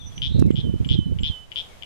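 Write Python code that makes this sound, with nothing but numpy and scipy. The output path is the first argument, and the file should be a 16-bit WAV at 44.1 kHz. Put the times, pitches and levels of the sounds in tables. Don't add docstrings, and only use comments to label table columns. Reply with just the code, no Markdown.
import sys
import numpy as np
from scipy import signal
from scipy.fft import rfft, irfft
from scipy.io import wavfile
from scipy.ndimage import uniform_filter1d, map_coordinates

SR = 44100
rng = np.random.default_rng(int(sys.argv[2]) if len(sys.argv) > 2 else 0)


def to_wav(s):
    ch = np.atleast_2d(s).T
    pcm = np.round(np.clip(ch, -1, 1) * 32767)
    wavfile.write(sys.argv[1], SR, pcm.astype(np.int16))


N = 81585
T = np.arange(N) / SR

# f/Hz, density/dB
AIR_SPECTRUM = [(20, 6), (100, 0), (300, -9.5), (600, -6.5), (1200, -13), (2200, -16.5), (3300, -14),
                (4300, -21), (7000, -23), (13500, -31.5)]
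# t/s, length/s, level/dB
SCUFFS = [(.39, .016, -39), (0.415, 0.0047, -47), (.462, 0.0072, -48), (0.509, 0.0031, -41),
          (.986, .006, -50)]
# f/Hz, density/dB
SCUFF_SPECTRUM = [(300, -3), (1500, -10), (4000, 0.5), (7500, -0.5), (10000, -7), (14000, -11)]
# t/s, level/dB
GUST_ENVELOPE = [(0, -37.5), (.15, -39), (.25, -27), (.34, -30), (.42, -16.5), (.55, -23.5), (.68, -21),
                 (.78, -30), (.93, -22.5), (1.03, -25), (1.15, -28), (1.28, -31), (1.38, -47),
                 (1.85, -54.5)]
# t/s, level/dB
GUST_PUFFS = [(0.066, -27), (0.179, -25.5), (0.206, -27.5), (0.315, -19), (.358, -10.5), (0.389, -11.5),
              (.42, -10.5), (0.456, -8), (0.479, -10), (0.541, -11.5), (0.589, -13.5), (0.614, -18),
              (0.647, -13.5), (0.671, -11.5), (.698, -12.5), (0.737, -15.5), (.757, -15), (0.809, -12),
              (0.827, -16.5), (0.866, -14.5), (0.915, -14), (.953, -13), (0.993, -15), (1.069, -18),
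              (1.096, -18), (1.125, -13.5), (1.165, -20), (1.205, -19), (1.234, -20.5), (1.301, -22)]
# f/Hz, density/dB
EDDY_SPECTRUM = [(15, -43), (60, -2.5), (120, -0.5), (220, -2.5), (380, -14), (650, -28.5), (1100, -51),
                 (2200, -86), (6000, -99)]
# t/s, level/dB, centre f/Hz
WIND_BUFFETS = [(.395, -2, 124), (.425, 3, 238), (.507, 4.5, 241), (0.741, -4, 226), (0.913, -4.5, 86),
                (0.991, 0, 162.4), (1.235, -11, 71.7), (1.303, -11.5, 68)]
# t/s, length/s, start f/Hz, end f/Hz, level/dB
FAR_SLURS = [(-.01, 0.063, 3700, 3286, -39), (0.034, 0.045, 3650, 3440, -42),
             (0.112, 0.029, 3450, 3240, -46.5), (0.402, 0.061, 2850, 2435, -47.5),
             (.47, 0.0596, 2250, 2010, -45.5), (1.028, 0.072, 4150, 3970, -57.5),
             (1.68, .08, 2280, 2125, -52.5)]
# t/s, length/s, top f/Hz, bend/Hz, level/dB
HIGH_WHISTLE_AND_PEEPS = [(-.1, 0.41, 5978, 20, -52.5), (0.051, 0.049, 5964, 35, -41),
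                          (0.151, 0.045, 5965, 73, -40), (0.52, 0.038, 7620, 120, -50),
                          (0.861, .045, 7500, 200, -47), (1.199, 0.049, 7480, 175, -48)]
# t/s, length/s, level/dB, final upturn/Hz
SONG_WHISTLES = [(0.602, .217, -34, 202), (0.935, .21, -29.5, 70), (1.275, 0.187, -30.5, 25)]
# frequency ratio, level/dB, time to peak/s, envelope exponent
THROAT_MODES = [(1.02, -1, 0.00088, 1.63), (.985, -16.5, 0.0012, 0.42), (.77, -22.5, 0.0015, 1.03),
                (1.56, -19, 0.0003, 0.6)]
# t/s, level/dB
FROG_TICKS = [(.179, -22.5), (0.5117, -25.5), (0.8471, -22), (0.853, -25.5), (1.187, -23.5),
              (1.1927, -27.5), (1.5176, -22.5), (1.524, -24.5), (1.8234, -22.5), (1.8331, -21)]
# t/s, level/dB, click spacing/s
FROG_RATTLES = [(0.2189, -13, 0.007), (0.557, -17, 0.0069), (0.8897, -12.5, 0.0075), (1.2337, -13.5, .0068),
                (1.5588, -14.5, 0.0067)]


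def amp(db):
    return 10 ** (np.asarray(db) / 20)


def add(mix, start_s, sound):
    at = round(start_s * SR)
    part = mix[max(at, 0):][:max(len(sound) + min(at, 0), 0)]
    part += sound[max(-at, 0):][:len(part)]


def noise(spectrum):
    hz, db = np.transpose(spectrum)
    gain = amp(np.interp(np.log(np.fft.rfftfreq(N, 1 / SR) + 1), np.log(hz), db))
    x = irfft(rfft(rng.standard_normal(N)) * gain, N)
    return x / x.std()


def waver(t, max_hz):
    rates_hz = max_hz * np.geomspace(.15, 1, 16)[:, None]
    return np.sin(2 * np.pi * (rates_hz * t + rng.random((16, 1)))).sum(0) / np.sqrt(8)


def echo(x, t60_s, build_s):
    t = np.arange(SR // 2) / SR
    taps = rng.standard_normal((2, len(t))) * amp(-60 * t / t60_s) * np.minimum(t / build_s, 1)
    taps /= np.linalg.norm(taps, axis=1, keepdims=True)
    return signal.fftconvolve(x[None], taps, axes=1)[:, :N]


def tone(hz):
    return np.sin(2 * np.pi * np.cumsum(hz) / SR)


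def air():
    return amp(-49.5 + 1.58 * waver(T, 5.64)) * np.array([noise(AIR_SPECTRUM), noise(AIR_SPECTRUM)])


def handling():
    x = np.zeros((2, N))
    for start_s, length_s, db in SCUFFS:
        envelope = amp(db) * np.sin(np.pi * np.clip((T - start_s) / length_s, 0, 1))
        x += envelope * np.array([noise(SCUFF_SPECTRUM), noise(SCUFF_SPECTRUM)])
    return x * amp([[-3], [0]])


def small_birds():
    high, slurs = np.zeros((2, N))
    for start_s, length_s, top_hz, bend_hz, db in HIGH_WHISTLE_AND_PEEPS:
        u = np.linspace(0, 1, round(length_s * SR))
        add(high, start_s, amp(db) * np.sin(np.pi * u) * tone(top_hz - bend_hz * (2 * u - 1) ** 2))
    for start_s, length_s, from_hz, to_hz, db in FAR_SLURS:
        u = np.linspace(0, 1, round(length_s * SR))
        hz = from_hz + (to_hz - from_hz) * u + 45 * waver(u * length_s, 177)
        add(slurs, start_s, amp(db) * np.sin(np.pi * u) * tone(hz))
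    direct = np.array([amp(-11) * high + slurs, high + amp(-16) * slurs])
    return direct + echo(amp(-17) * high + amp(-9.5) * slurs, t60_s=.28, build_s=.013)


def bird_buzz(start_s=.262, length_s=.163, from_hz=3550, to_hz=4170, shake_hz=144, swing_hz=238):
    t = np.arange(0, length_s, 1 / SR)
    u = t / t[-1]
    shake = np.sin(2 * np.pi * shake_hz * t)
    hz = from_hz + (to_hz - from_hz) * np.sqrt(u) + swing_hz * shake + 80 * waver(t, 500)
    upper = (1 - .82 * shake) * tone(hz)
    lower = amp(3.5) * np.maximum(shake, 0) * tone(.87 * hz + 170 * waver(t, 750))
    x = np.zeros(N)
    add(x, start_s, amp(-39.5) * np.sin(np.pi * u) * (upper + lower))
    return amp([[-10], [-3]]) * x + amp(-10) * echo(x, t60_s=.41, build_s=.015)


def songbird(base_hz=2983, swoop_hz=1156, sag_hz=238, hold_s=.071, fade_db_per_s=135):
    x = np.zeros(N)
    for start_s, length_s, db, upturn_hz in SONG_WHISTLES:
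        t = np.arange(0, length_s, 1 / SR)
        hz = base_hz + swoop_hz * np.exp(-t / .012) + sag_hz * np.exp(-t / .05) + 9 * waver(t, 34.6)
        hz += upturn_hz * np.exp((t - length_s) / .0232)
        gate = np.clip(np.minimum(t / .0018, (length_s - t) / .0033), 0, 1)
        level_db = db - fade_db_per_s * np.maximum(t - hold_s, 0) + .28 * waver(t, 61.8)
        add(x, start_s, gate * amp(level_db) * tone(hz))
    return np.array([amp(-13) * x, x]) + amp(-16) * echo(x, t60_s=.18, build_s=.0057)


def wind(puff_s=.0125, full_db=-8.5, speed_exponent=.27, left_lag_s=.00008):
    power = amp(np.interp(T, *np.transpose(GUST_ENVELOPE)) + 2 * waver(T, 35)) ** 2
    power += sum((amp(db) * np.exp(-((T - at_s) / puff_s) ** 2)) ** 2 for at_s, db in GUST_PUFFS)
    gust_db = 10 * np.log10(power)
    speed = amp(speed_exponent * np.clip(gust_db - full_db, -18, 6))
    eddies = map_coordinates(noise(EDDY_SPECTRUM), [np.cumsum(speed)], order=3, mode="wrap")
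    pressure = amp(gust_db) * eddies
    for at_s, db, hz in WIND_BUFFETS:
        u = (np.pi * hz * (T - at_s)) ** 2
        pulse = (1 - 2 * u) * np.exp(-u)
        edge = amp(-20.5) / (1 + .93 * u) ** 4
        pressure -= amp(db) * (pulse + edge)
    rumble = amp(gust_db - 15) * noise([(20, -9), (90, 13.5), (250, -9), (700, -55), (3000, -78)])
    left = rumble - amp(-7.5) * np.interp(T - left_lag_s, T, pressure)
    return np.array([left, pressure])


def frog_click(hz):
    t = np.arange(1, SR // 70) / SR
    hz *= 1 + .008 * rng.standard_normal()
    x = np.zeros(len(t))
    for ratio, db, peak_s, exponent in THROAT_MODES:
        envelope = (t / peak_s * np.exp(1 - t / peak_s)) ** exponent
        x += amp(db) * envelope * np.sin(2 * np.pi * hz * ratio * t)
    return x


def frog(clicks=10, tick_hz=3046, tick_low_hz=2340, rattle_hz=3138, rise_hz=240, hurry_s=.005):
    x = np.zeros(N)
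    for start_s, db in FROG_TICKS:
        add(x, start_s, amp(db) * (frog_click(tick_hz) + amp(-12.5) * frog_click(tick_low_hz)))
    for start_s, db, spacing_s in FROG_RATTLES:
        for k, (time_jitter, level_jitter) in enumerate(rng.standard_normal((clicks, 2))):
            u = k / (clicks - 1)
            pause_s = (.0015 + .00025 * time_jitter) * (k > 0)
            at_s = start_s + k * spacing_s + pause_s - hurry_s * u ** 7
            level_db = db - 11.5 * u ** 3.8 + .6 * level_jitter
            add(x, at_s, amp(level_db) * frog_click(rattle_hz + rise_hz * u))
    right = amp(-13.5) * np.interp(T - .00023, T, x)
    near_echo = amp(-10) * echo(x, t60_s=.21, build_s=.0016)
    far_echo = amp(-23.5) * echo(x, t60_s=.37, build_s=.034)
    return np.array([x, right]) + near_echo + far_echo


def scene():
    return frog() + songbird() + small_birds() + bird_buzz() + wind() + handling() + air()


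def record(dry):
    recovery_db_per_s, cutoff_hz = 5.5, 14100
    recovery_db = T * recovery_db_per_s
    over_db = 20 * np.log10(np.maximum(abs(dry).max(0), 1))
    duck_db = uniform_filter1d(np.maximum.accumulate(over_db + recovery_db) - recovery_db, size=120)
    limited = np.clip(dry / amp(duck_db), -1, 1)
    lowpass = signal.firwin(255, cutoff_hz, window=("kaiser", 8), fs=SR)
    return signal.oaconvolve(limited, lowpass[None], "same")


dry = scene()
out = record(dry)
to_wav(out)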